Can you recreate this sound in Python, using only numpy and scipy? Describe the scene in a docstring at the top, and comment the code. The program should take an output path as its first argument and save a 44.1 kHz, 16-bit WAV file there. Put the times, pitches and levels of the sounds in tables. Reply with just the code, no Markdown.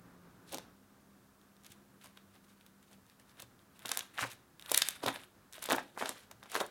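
"""At a table in a small room, a hand pulls, folds and squeezes foamy slime close to a phone microphone.
Bubbles snap (short spikes with a sharp edge and a ring) and larger pockets pop (a few climbing cycles).
Squeezes and folds release a dense wet crackle, made of thousands of random damped sines.
Soft pushes ring the table's low modes, and noise that dies away makes the room's tail.
Underneath lie quiet air noise, a wavering hum and faint tones."""
import sys
import numpy as np
from scipy import signal
from scipy.fft import rfft, irfft, next_fast_len
from scipy.io import wavfile
from scipy.ndimage import map_coordinates

SR = 44100
rng = np.random.default_rng(int(sys.argv[2]) if len(sys.argv) > 2 else 0)


def dump(signal):
    """Clip the signal to [-1, 1] and save it as 16-bit WAV at the path in sys.argv[1]."""
    limited = np.clip(np.atleast_2d(signal).T, -1, 1)
    pcm = np.round(limited * 32767).astype(np.int16)
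    wavfile.write(sys.argv[1], SR, pcm)


N = 295470

# The clearest bubbles bursting; many snaps are doubled by a close echo about 2 ms later.
# Levels and pitches are nominal:
# (time [s], level [dB], pitch [Hz], echo's level over the snap [dB])
BUBBLE_SNAPS = [(0.5277, -26, 10600, -20), (0.545, -20, 6550, -5), (0.5736, -29.5, 6140, -20),
                (0.5844, -25.5, 5670, -20), (1.415, -52.5, 5070, -20), (1.5672, -49.5, 4530, -20),
                (1.636, -46, 7000, -20), (1.647, -39, 6700, -22), (1.664, -37.5, 6590, 1.5),
                (1.7033, -48, 12700, -20), (1.7192, -37, 8000, -0.5), (1.7231, -42, 6940, -2),
                (2.0139, -46, 3900, -20), (2.0385, -45, 7400, -18), (2.043, -39.5, 9000, -3),
                (2.0595, -42, 6430, -20), (2.072, -43, 6570, -20), (2.173, -42, 3590, 1.5),
                (2.3552, -52, 5800, -20), (2.362, -51, 3820, -20), (2.4467, -55, 12300, -20),
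                (2.611, -46.5, 3340, -20), (2.6644, -41.5, 5340, -6), (2.8288, -46, 7900, -20),
                (2.914, -52, 8700, -20), (2.9307, -42, 6560, -18), (3.066, -49, 6900, -20),
                (3.0988, -43.5, 5370, -20), (3.1987, -43.5, 6130, -20), (3.2944, -48.5, 5300, 1),
                (3.3719, -51, 4730, -20), (3.3974, -37, 4200, -17), (3.4015, -30, 6340, -20),
                (3.4211, -32, 9500, 4.5), (3.5925, -50, 4000, -20), (3.7932, -37, 7500, -20),
                (3.8213, -44, 3600, -20), (3.857, -24.5, 3970, -18), (3.859, -23.5, 7940, -20),
                (3.8705, -29, 10400, -20), (3.8826, -27, 6000, -20), (3.892, -20.5, 5550, -3),
                (3.9162, -14.5, 6500, 2.5), (3.937, -34, 9500, -20), (3.949, -31, 8000, -20),
                (3.9735, -10.5, 8900, -20), (3.9762, -24, 9800, -20), (3.9923, -16, 7000, -25),
                (4.0075, -28, 3750, -2), (4.1785, -29, 3480, -14), (4.2407, -29, 5050, -20),
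                (4.3016, -39, 8800, -22), (4.316, -34, 6450, 1.5), (4.3331, -36, 8600, -20),
                (4.5966, -34, 3780, -14), (4.612, -45, 6600, 5), (4.6244, -33.5, 3900, -20),
                (4.6593, -39.5, 4260, 8), (4.6944, -30.5, 3530, -5), (4.698, -26, 5900, -20),
                (4.711, -30, 10200, -20), (4.7168, -10.5, 8800, -0.5), (4.7392, -29, 7700, 7),
                (4.7446, -9, 5200, 2.5), (4.761, -24, 11000, -20), (4.7754, -7, 10100, 4),
                (4.7876, -18, 8700, -20), (4.8194, -9.5, 5070, 4), (4.887, -11, 7050, -7.5),
                (4.908, -25, 7110, -21), (5.0345, -30, 4700, -4.5), (5.062, -21, 4600, 3.5),
                (5.0835, -17, 3800, -19), (5.1599, -29.5, 3170, -16.5), (5.236, -39, 3400, -15),
                (5.5265, -33, 7060, -23), (5.5337, -30, 6600, -23), (5.543, -35, 8600, -10),
                (5.554, -39, 3790, -0.5), (5.565, -43, 6670, -1), (5.5816, -38.5, 3590, -20),
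                (5.592, -37, 6600, -20), (5.6239, -28, 9760, 2.5), (5.6293, -24, 11500, -20),
                (5.6408, -22, 9700, -20), (5.6552, -30.5, 3770, -1), (5.6589, -22.5, 8300, -3),
                (5.689, -26.5, 3930, -5), (5.7015, -21, 6850, -20), (5.708, -19.5, 2970, -18),
                (5.715, -18, 3340, -20), (5.7217, -15, 9240, -20), (5.7274, -15.5, 7170, -4.5),
                (5.7317, -22, 3130, -2), (5.7623, -26, 9700, -3.5), (5.783, -31, 2800, -24),
                (5.9758, -37.5, 9000, -20), (6.0133, -35, 5670, -20), (6.027, -38, 3527, -22),
                (6.0574, -26, 4330, 4), (6.0927, -15.5, 9000, -15.5), (6.313, -33.5, 7050, 0),
                (6.4294, -42.5, 4100, -1), (6.4358, -39.5, 6000, -4), (6.4587, -46.5, 3410, -20),
                (6.498, -40, 5870, 1.5), (6.5179, -27.5, 9300, -20), (6.5459, -22, 6500, -20),
                (6.5543, -21, 4500, -20), (6.563, -25, 2930, -20), (6.6032, -21.5, 5050, -3),
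                (6.6077, -24.5, 3640, -4), (6.6633, -36.5, 9900, 4)]
# Large air pockets opening or closing under the fingers, nominal levels and pitches:
# (time [s], level [dB], pitch [Hz])
POCKET_POPS = [(0.5307, -32, 574), (0.5379, -31, 563), (0.5461, -28.5, 520), (0.554, -34, 626),
               (0.584, -29.5, 587), (2.0444, -43.5, 1140), (2.175, -45, 1460), (3.4273, -39, 622),
               (3.8534, -27.5, 940), (3.8944, -31, 1010), (3.9159, -24.5, 1310), (3.9734, -27.5, 1025),
               (3.994, -39, 793), (4.0071, -39, 1661), (4.185, -20.5, 1764), (4.1916, -16, 1522),
               (4.1972, -32, 1745), (4.2037, -39, 1500), (4.2106, -28.5, 1420), (4.221, -41, 1090),
               (4.2267, -21, 1500), (4.232, -22, 1550), (4.2382, -21, 1600), (4.717, -17.5, 630),
               (4.747, -45, 1410), (4.821, -43, 1610), (4.8908, -38, 1600), (5.038, -19.5, 630),
               (5.0475, -34, 840), (5.0613, -18, 595), (5.0769, -20.5, 670), (5.0804, -18.5, 1210),
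               (5.088, -16.5, 1524), (5.1608, -29.5, 1454), (5.5822, -35.5, 710), (5.627, -30.5, 1520),
               (5.6552, -33, 1540), (5.6898, -21, 570), (5.7018, -20.5, 1070), (5.7068, -14.5, 1170),
               (5.7136, -18.5, 980), (5.7208, -11.5, 738), (5.7318, -15, 900), (5.7486, -17, 990),
               (5.7683, -30, 830), (5.7841, -18.5, 1185), (5.9763, -24.5, 965), (6.014, -20, 1290),
               (6.025, -17.5, 870), (6.0579, -22.5, 990), (6.0934, -24.5, 1199), (6.3136, -37.5, 1320),
               (6.4294, -37, 1270), (6.4583, -40, 1200), (6.5204, -33, 1380), (6.5329, -31.5, 1550),
               (6.5537, -12.5, 1233), (6.5623, -19, 1050), (6.5655, -21, 1000), (6.6007, -30, 822),
               (6.605, -19.5, 970), (6.612, -16, 620), (6.617, -19, 640), (6.644, -35, 1130)]
# How wet the slime under the fingers is:
# (time [s], level the squelch gains [dB], middle pitch of its large bubbles [Hz])
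SLIME_WETNESS = [(0.55, 2, 640), (2, -2.5, 1100), (3.9, -3, 1100), (4.19, 1.5, 1700), (4.235, 4, 1500),
                 (4.72, -6, 810), (4.9, -4, 1500), (5.05, 0.5, 760), (5.12, 0.5, 1000), (5.6, -1, 1000),
                 (5.73, -0.5, 1100), (6.03, 3, 1000), (6.57, -1.5, 1200), (6.61, 2.5, 1100), (6.7, 6, 1250)]

SHARP_EDGE_HZ = 10140  # centre of the fizz; the sharp edges of snaps scatter around it


def amp(db):
    """Turn dB into gain."""
    return 10 ** (np.asarray(db) / 20)


def unit(x):
    """Scale a sound to an rms of 1."""
    return x / np.sqrt(np.mean(x ** 2) + 1e-20)


def along(points, hz):
    """Read (frequency [Hz], value) points between their entries, on a log frequency axis."""
    point_hz, value = np.transpose(points)
    return np.interp(np.log(hz + 1), np.log(point_hz + 1), value)


def curves(rows):
    """Give one value per sample for each column after the time."""
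    s, *columns = np.transpose(rows)
    return [np.interp(np.arange(N) / SR, s, column) for column in columns]


def wobble(rate):
    """Draw a smooth random curve through `rate` random points a second."""
    points = rng.standard_normal(int(N * rate / SR) + 4)
    return map_coordinates(points, [np.arange(N) * rate / SR])


def filtered(x, response):
    """Multiply the spectrum of x by a response given as a function of frequency."""
    size = next_fast_len(N + SR)
    spectrum = rfft(x, size) * response(np.fft.rfftfreq(size, 1 / SR))
    return irfft(spectrum, size)[..., :N]


def resonance(hz, centre_hz, width_hz):
    """Response of one resonance, with a gain of 1 at its centre."""
    damping = 1j * hz * width_hz
    return damping / (centre_hz * centre_hz - hz * hz + damping)


def grains(s, gain, hz, cycles, rise, size, swell=0.49):
    """Damped sines: swell over `swell` cycles up to time s, decay 60 dB in `cycles`, climb with `rise`."""
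    k = np.arange(size)
    turns = hz[:, None] * k / SR
    swelling = np.sin(np.pi / 2 * np.minimum(turns / swell, 1)) ** 2
    shape = swelling * amp(-60 * turns / cycles)
    wave = gain[:, None] * shape * np.sin(2 * np.pi * turns * (1 + rise * turns))
    at = np.round((s - swell / hz) * SR).astype(int)[:, None] + k
    # samples before the start or past the end land on the edges; the last bin is dropped
    return np.bincount(at.clip(0, N).ravel(), wave.ravel(), N + 1)[:N]


def swarm(count, mid_hz, spread, size_db, cycles, size):
    """Random bubbles of rms 1: pitches scatter around a moving centre, a few are much louder than the rest."""
    u, z = rng.random((count, 3)), rng.standard_normal(count)
    centre = mid_hz[(u[:, 0] * N).astype(int)]
    hz = np.clip(centre * np.exp(spread * z), 100, .4 * SR)
    sign = np.sign(u[:, 2] - .5)
    gain = amp(-size_db * np.log(u[:, 1] * .98 + .02)) * sign
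    # higher bubbles are shorter: the root keeps the power of the swarm steady
    gain = gain * np.sqrt(centre)
    return unit(grains(u[:, 0] * N / SR, gain, hz, cycles, rise=0, size=size, swell=1.2))


def around(s, db, rise_s, fall_s):
    """Power that gathers before each event and dies after it, both exponentially."""
    t = np.arange(-SR // 4, SR // 4 + 1) / SR
    shape = np.exp(np.where(t < 0, t / rise_s, -t / fall_s))
    marks = np.bincount(np.round(s * SR).astype(int), amp(2 * db), N)
    return np.abs(signal.fftconvolve(marks, shape, "same"))


def background():
    """Shaped noise for the air, plus a hum and faint tones whose pitch and level waver."""
    # Hum and air through time, levels before they waver:
    # (time [s], hum pitch [Hz], hum level [dB], air level [dB])
    floor_curve = [(0, 178.4, -65, -62), (.45, 178, -65.5, -62.5), (.7, 175.4, -66, -61.5),
                   (.76, 200, -68.5, -67), (3, 198.3, -71, -68), (3.1, 198.7, -77.5, -69.5),
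                   (3.3, 199.5, -72.5, -66), (4, 199.3, -77, -67), (6.7, 200, -74, -66.5)]
    # Colour of the air noise: (frequency [Hz], relative level [dB])
    air_colour = [(15, -37), (25, -13), (100, -1), (270, -2.5), (400, -7.5), (550, -11), (800, -13),
                  (1200, -10), (1800, -17), (2200, -22), (2700, -25.5), (6000, -29.5), (16000, -54)]
    # Faint tones, nominal: (frequency [Hz], level [dB])
    faint_tones = [(102, -85), (134, -101), (265, -76.5), (355, -77.5)]

    hum_hz, hum_db, air_db = curves(floor_curve)
    air = unit(filtered(rng.standard_normal(N), lambda hz: amp(along(air_colour, hz))))
    air = amp(air_db + 0.93 * wobble(15.0)) * air

    hum_gain = amp(hum_db + 3 + 2.4 * wobble(16.0))  # 3 dB: from rms to peak of a sine
    hum = hum_gain * np.sin(2 * np.pi * np.cumsum(hum_hz + 1.15 * wobble(8.1)) / SR)

    tones = np.zeros(N)
    for hz, db in faint_tones:
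        tone_gain = amp(db - 1.5 + 3.9 * wobble(7.6))
        tones += tone_gain * np.sin(2 * np.pi * np.cumsum(hz + 1.48 * wobble(8.4)) / SR)
    return air + hum + tones


def room(x):
    """Echoes as a noise tail in which each frequency dies at its own speed, redrawn every 1/8 s."""
    # How long the room rings: (frequency [Hz], time to fall 60 dB [s])
    decay_times = [(200, 0.38), (1400, 0.18), (3700, 0.36), (10000, 0.22)]
    delay = 90  # samples, about 2 ms
    out, step = np.zeros(N + SR), SR // 8
    for start in range(0, N, step):
        hz, t, z = signal.stft(rng.standard_normal(SR // 2), SR, nperseg=128)
        decay = amp(-60 * t / along(decay_times, hz)[:, None])
        tail = signal.istft(z * decay, SR, nperseg=128)[1]
        wet = signal.fftconvolve(x[start:start + step], tail / np.linalg.norm(tail))
        out[start + delay:][:len(wet)] += wet
    # soft walls swallow the treble
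    return filtered(out[:N], lambda hz: 1 / (1 + 1j * hz / 5000))


def thuds():
    """The hand jolts the table through the slime: each soft push sets the table's low modes ringing."""
    # The pushes, levels before the boost and the table: (time [s], level [dB], push pitch [Hz])
    push_list = [(0.548, -43, 196.7), (1.7, -53, 89), (3.431, -52, 120), (3.855, -46, 197),
                 (4.221, -38.5, 112), (4.23, -41.5, 285), (4.715, -55, 280), (5.036, -38.5, 282),
                 (5.063, -37, 131.5), (5.081, -37, 280), (5.726, -27.5, 278), (6.022, -38, 215),
                 (6.091, -45, 280), (6.351, -53, 109.2), (6.551, -63.5, 280), (6.61, -51, 298)]
    # Low modes of the table: (frequency [Hz], width [Hz], level [dB])
    table_modes = [(58.6, 28, -13.5), (119.8, 13.5, -4), (203, 42, -5.5), (269, 18, 3.5), (337, 13, -1.5)]

    s, db, hz = np.transpose(push_list)
    pushes = grains(s, amp(db + 18), hz, cycles=4.54, rise=0, size=2000, swell=0.87)

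    def wood(hz):
        """Sum of the table's modes, with alternating signs."""
        return sum((-1) ** k * amp(mode_db) * resonance(hz, centre, width)
                   for k, (centre, width, mode_db) in enumerate(table_modes))

    return filtered(pushes, wood)


def squeezing_db():
    """The crackle level of all squeezes, joined into one curve."""
    # One list for each squeeze or release of the hand, relative levels: (time [s], level [dB])
    squeeze_list = [
        [(0.45, -87), (0.48, -62.5), (0.51, -57), (0.523, -48.5), (0.544, -46.5), (0.585, -59), (0.68, -82)],
        [(3.74, -80), (3.8, -60.5), (3.847, -59.5), (3.86, -43), (3.882, -50), (3.924, -45), (4.004, -50),
         (4.078, -67)],
        [(4.135, -66), (4.14, -59), (4.168, -58), (4.189, -45), (4.231, -43), (4.288, -56.5), (4.325, -50),
         (4.363, -73.5), (4.45, -85)],
        [(4.589, -81.5), (4.604, -67.5), (4.657, -63.5), (4.724, -43), (4.785, -36), (4.808, -42),
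         (4.912, -47.5), (4.991, -61.5)],
        [(5.026, -54), (5.042, -42.5), (5.056, -48.5), (5.085, -36), (5.117, -53), (5.157, -44), (5.182, -58),
         (5.233, -57.5), (5.273, -80)],
        [(5.52, -75), (5.532, -54), (5.6, -57.5), (5.629, -46.5), (5.683, -50.5), (5.697, -40.5), (5.719, -37),
         (5.78, -51), (5.932, -72)],
        [(5.95, -63), (5.972, -61), (5.984, -48), (6.02, -40.5), (6.043, -46.5), (6.098, -43), (6.122, -52.5),
         (6.228, -60.5), (6.293, -80)],
        [(6.421, -77), (6.492, -57), (6.532, -49.5), (6.554, -33), (6.585, -52), (6.61, -38.5), (6.645, -58.5),
         (6.7, -68.5)],
    ]
    rows = [(0.0027, -91)] + [row for squeeze in squeeze_list for row in squeeze]
    return curves(rows)[0]


def squeezes():
    """Countless small bubbles: fine crackle and finer fizz in clumps, over a duller squelch."""
    # The stretched strand rustles as it folds onto the heap, relative levels: (time [s], level [dB])
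    fold_list = [(1.655, -59.5), (1.72, -60.5), (2.06, -54.5), (2.18, -64), (2.355, -60), (2.512, -64.5),
                 (2.61, -69.5), (2.925, -59.5), (3.1, -63.5), (3.215, -64), (3.3, -62.5), (3.405, -53.5)]
    squelch_db, fold_squelch_db = -12.5, -6  # squelch relative to the crackle of a squeeze or fold
    ooze_power = amp(2 * -76.5)  # faint steady oozing

    snap_s, snap_db = np.transpose(BUBBLE_SNAPS)[:2]
    pop_s, pop_db = np.transpose(POCKET_POPS)[:2]

    # power of the fine crackle: squeezes, folds and a spray around each snap
    pressed = amp(2 * squeezing_db())
    folds = around(*np.transpose(fold_list), rise_s=0.011, fall_s=0.0095)
    spray_db = -62 + .5 * (snap_db + 36.5)  # grows half as fast as the snap, in dB
    fine = pressed + folds + around(snap_s, spray_db, rise_s=0.002, fall_s=0.0089)

    # power of the dull squelch, with a gush around each pop
    gush = around(pop_s, pop_db - 21.5, rise_s=.003, fall_s=.008)
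    dull = amp(2 * squelch_db) * pressed + amp(2 * fold_squelch_db) * folds + ooze_power + gush
    wetness_db, large_hz = curves(SLIME_WETNESS)
    dull = dull * amp(2 * wetness_db)

    # how far the squelch outweighs the crackle: it lifts the crackle's pitch and drowns the fizz
    wet_db = np.clip(10 * np.log10(dull / (fine + ooze_power)), -15, 10)
    small_hz, follows = 5250, .5  # crackle pitch leans to that of the nearest snaps
    small_hz = small_hz * (curves(BUBBLE_SNAPS)[1] / small_hz) ** follows
    small_hz = small_hz * 2 ** (0.06 * wet_db)  # octaves per dB
    fizz_gain = amp(-8.5 - 0.34 * wet_db)

    crackle = swarm(count=20000, mid_hz=small_hz, spread=0.46, size_db=0.5, cycles=11.0, size=100)
    fizz = swarm(count=16000, mid_hz=np.full(N, SHARP_EDGE_HZ), spread=0.15, size_db=4.5, cycles=15.0, size=40)
    squelch = swarm(count=10000, mid_hz=large_hz, spread=0.47, size_db=2.5, cycles=7, size=500)

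    # wavering levels gather the bubbles into clumps
    crackle = np.sqrt(fine) * amp(-4.5 + 2.85 * wobble(70)) * (crackle + fizz_gain * fizz)
    squelch = np.sqrt(dull) * amp(1.93 * wobble(50)) * squelch
    return crackle + squelch


def pops():
    """A pocket opens: a few cycles that climb as the hole widens, with an overtone."""
    s, db, hz = np.transpose(POCKET_POPS)
    sign = np.sign(rng.random(len(s)) - .5)
    main = grains(s, sign * amp(db - 2.0), 0.77 * hz, cycles=5.2, rise=0.06, size=700)
    overtone = grains(s, sign * amp(db - 5.5), 1.57 * hz, cycles=6.8, rise=0, size=400)
    return main + overtone


def all_snaps(count=80):
    """Listed snaps, their close echoes, and lesser stray ones that crowd where the crackle is strong."""
    echo_s = 0.0021  # delay after the snap
    s, db, hz, echo_db = np.transpose(BUBBLE_SNAPS)
    level_db = squeezing_db()
    crowd = np.cumsum(amp(level_db / 2))
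    at = np.searchsorted(crowd, crowd[-1] * rng.random(count)).clip(0, N - 1)
    z = rng.standard_normal((count, 2))
    stray_db = level_db[at] + 11.5 + 2.5 * z[:, 0]
    stray_hz = 5230 * np.exp(0.39 * z[:, 1])
    return (np.r_[s, s + echo_s, at / SR],
            np.r_[db, db + echo_db, stray_db],
            np.r_[hz, hz, stray_hz])


def snaps():
    """A film bursts: a spike with a sharp edge and a loose shred, then a short ring, stronger for duller spikes."""
    ring_hz = 3754  # the rings scatter just around and below this
    s, db, hz = all_snaps()
    u = rng.random((len(s), 5))
    sign = np.sign(u[:, 0] - .5)

    # brighter spikes are sharper, up to a limit; wetness softens the edge
    edge_db = np.minimum(-6.5 + 3 * np.log2(hz / 6000), -2.5)
    wetness_db = np.interp(s, *np.transpose(SLIME_WETNESS)[:2])
    edge_db = edge_db - 0.496 * wetness_db + 2 * rng.standard_normal(len(s))

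    # the softer the edge, the longer and more pitched the spike
    spike_cycles = 3 - 0.4 * edge_db[:, None]
    spike = grains(s, sign * amp(db + 2.5), 0.9 * hz, cycles=spike_cycles, rise=0, size=128)
    edge_hz = SHARP_EDGE_HZ * (0.91 + 0.36 * u[:, 4])
    edge = grains(s, sign * amp(db + edge_db + 6), edge_hz, cycles=6.5, rise=0, size=48)
    body = grains(s, sign * amp(db - 13), 0.36 * hz, cycles=3.8, rise=0, size=160)

    # the shred follows 0.3 to 0.6 ms later
    shred_s, shred_hz = s + .0003 * (1 + u[:, 1]), hz * (.6 + 0.67 * u[:, 2])
    shred = grains(shred_s, amp(db - 5.0), shred_hz, cycles=5.3, rise=0, size=128)
    ring_db = db - 13.5 - 9 * np.log2(hz / ring_hz)
    ring = grains(s, sign * amp(ring_db), ring_hz * (0.932 + 0.072 * u[:, 3]), cycles=30, rise=0, size=500)
    return spike + edge + body + shred + ring


def scene():
    """The slime, its table and room, and the background."""
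    slime = snaps() + pops() + squeezes()
    # so small a source radiates little bass
    slime = filtered(slime, lambda hz: (1j * hz / (120 + 1j * hz)) ** 2)
    slime = slime + thuds()
    return (slime + amp(-10.0) * room(slime) + background())[None]


def record(dry):
    """Microphone resonances colour the sound; a flat, faint hiss lies over it, and it ends at a top frequency."""
    # Microphone resonances: (frequency [Hz], width [Hz], gain at the centre [dB])
    mic_resonances = [(1590, 275, 3), (3710, 146, 2), (5000, 3200, -2.5)]
    hiss_top_hz, top_hz = 15900, 16800

    def colour(hz):
        """The direct sound plus what each resonance adds or takes away."""
        return 1 + sum((amp(db) - 1) * resonance(hz, centre, width) for centre, width, db in mic_resonances)

    hiss = unit(filtered(rng.standard_normal(N), lambda hz: (hz < hiss_top_hz) * 1.))
    heard = filtered(dry, colour) + amp(-73.5) * hiss
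    return filtered(heard, lambda hz: hz < top_hz)


dry = scene()
out = record(dry)
dump(out)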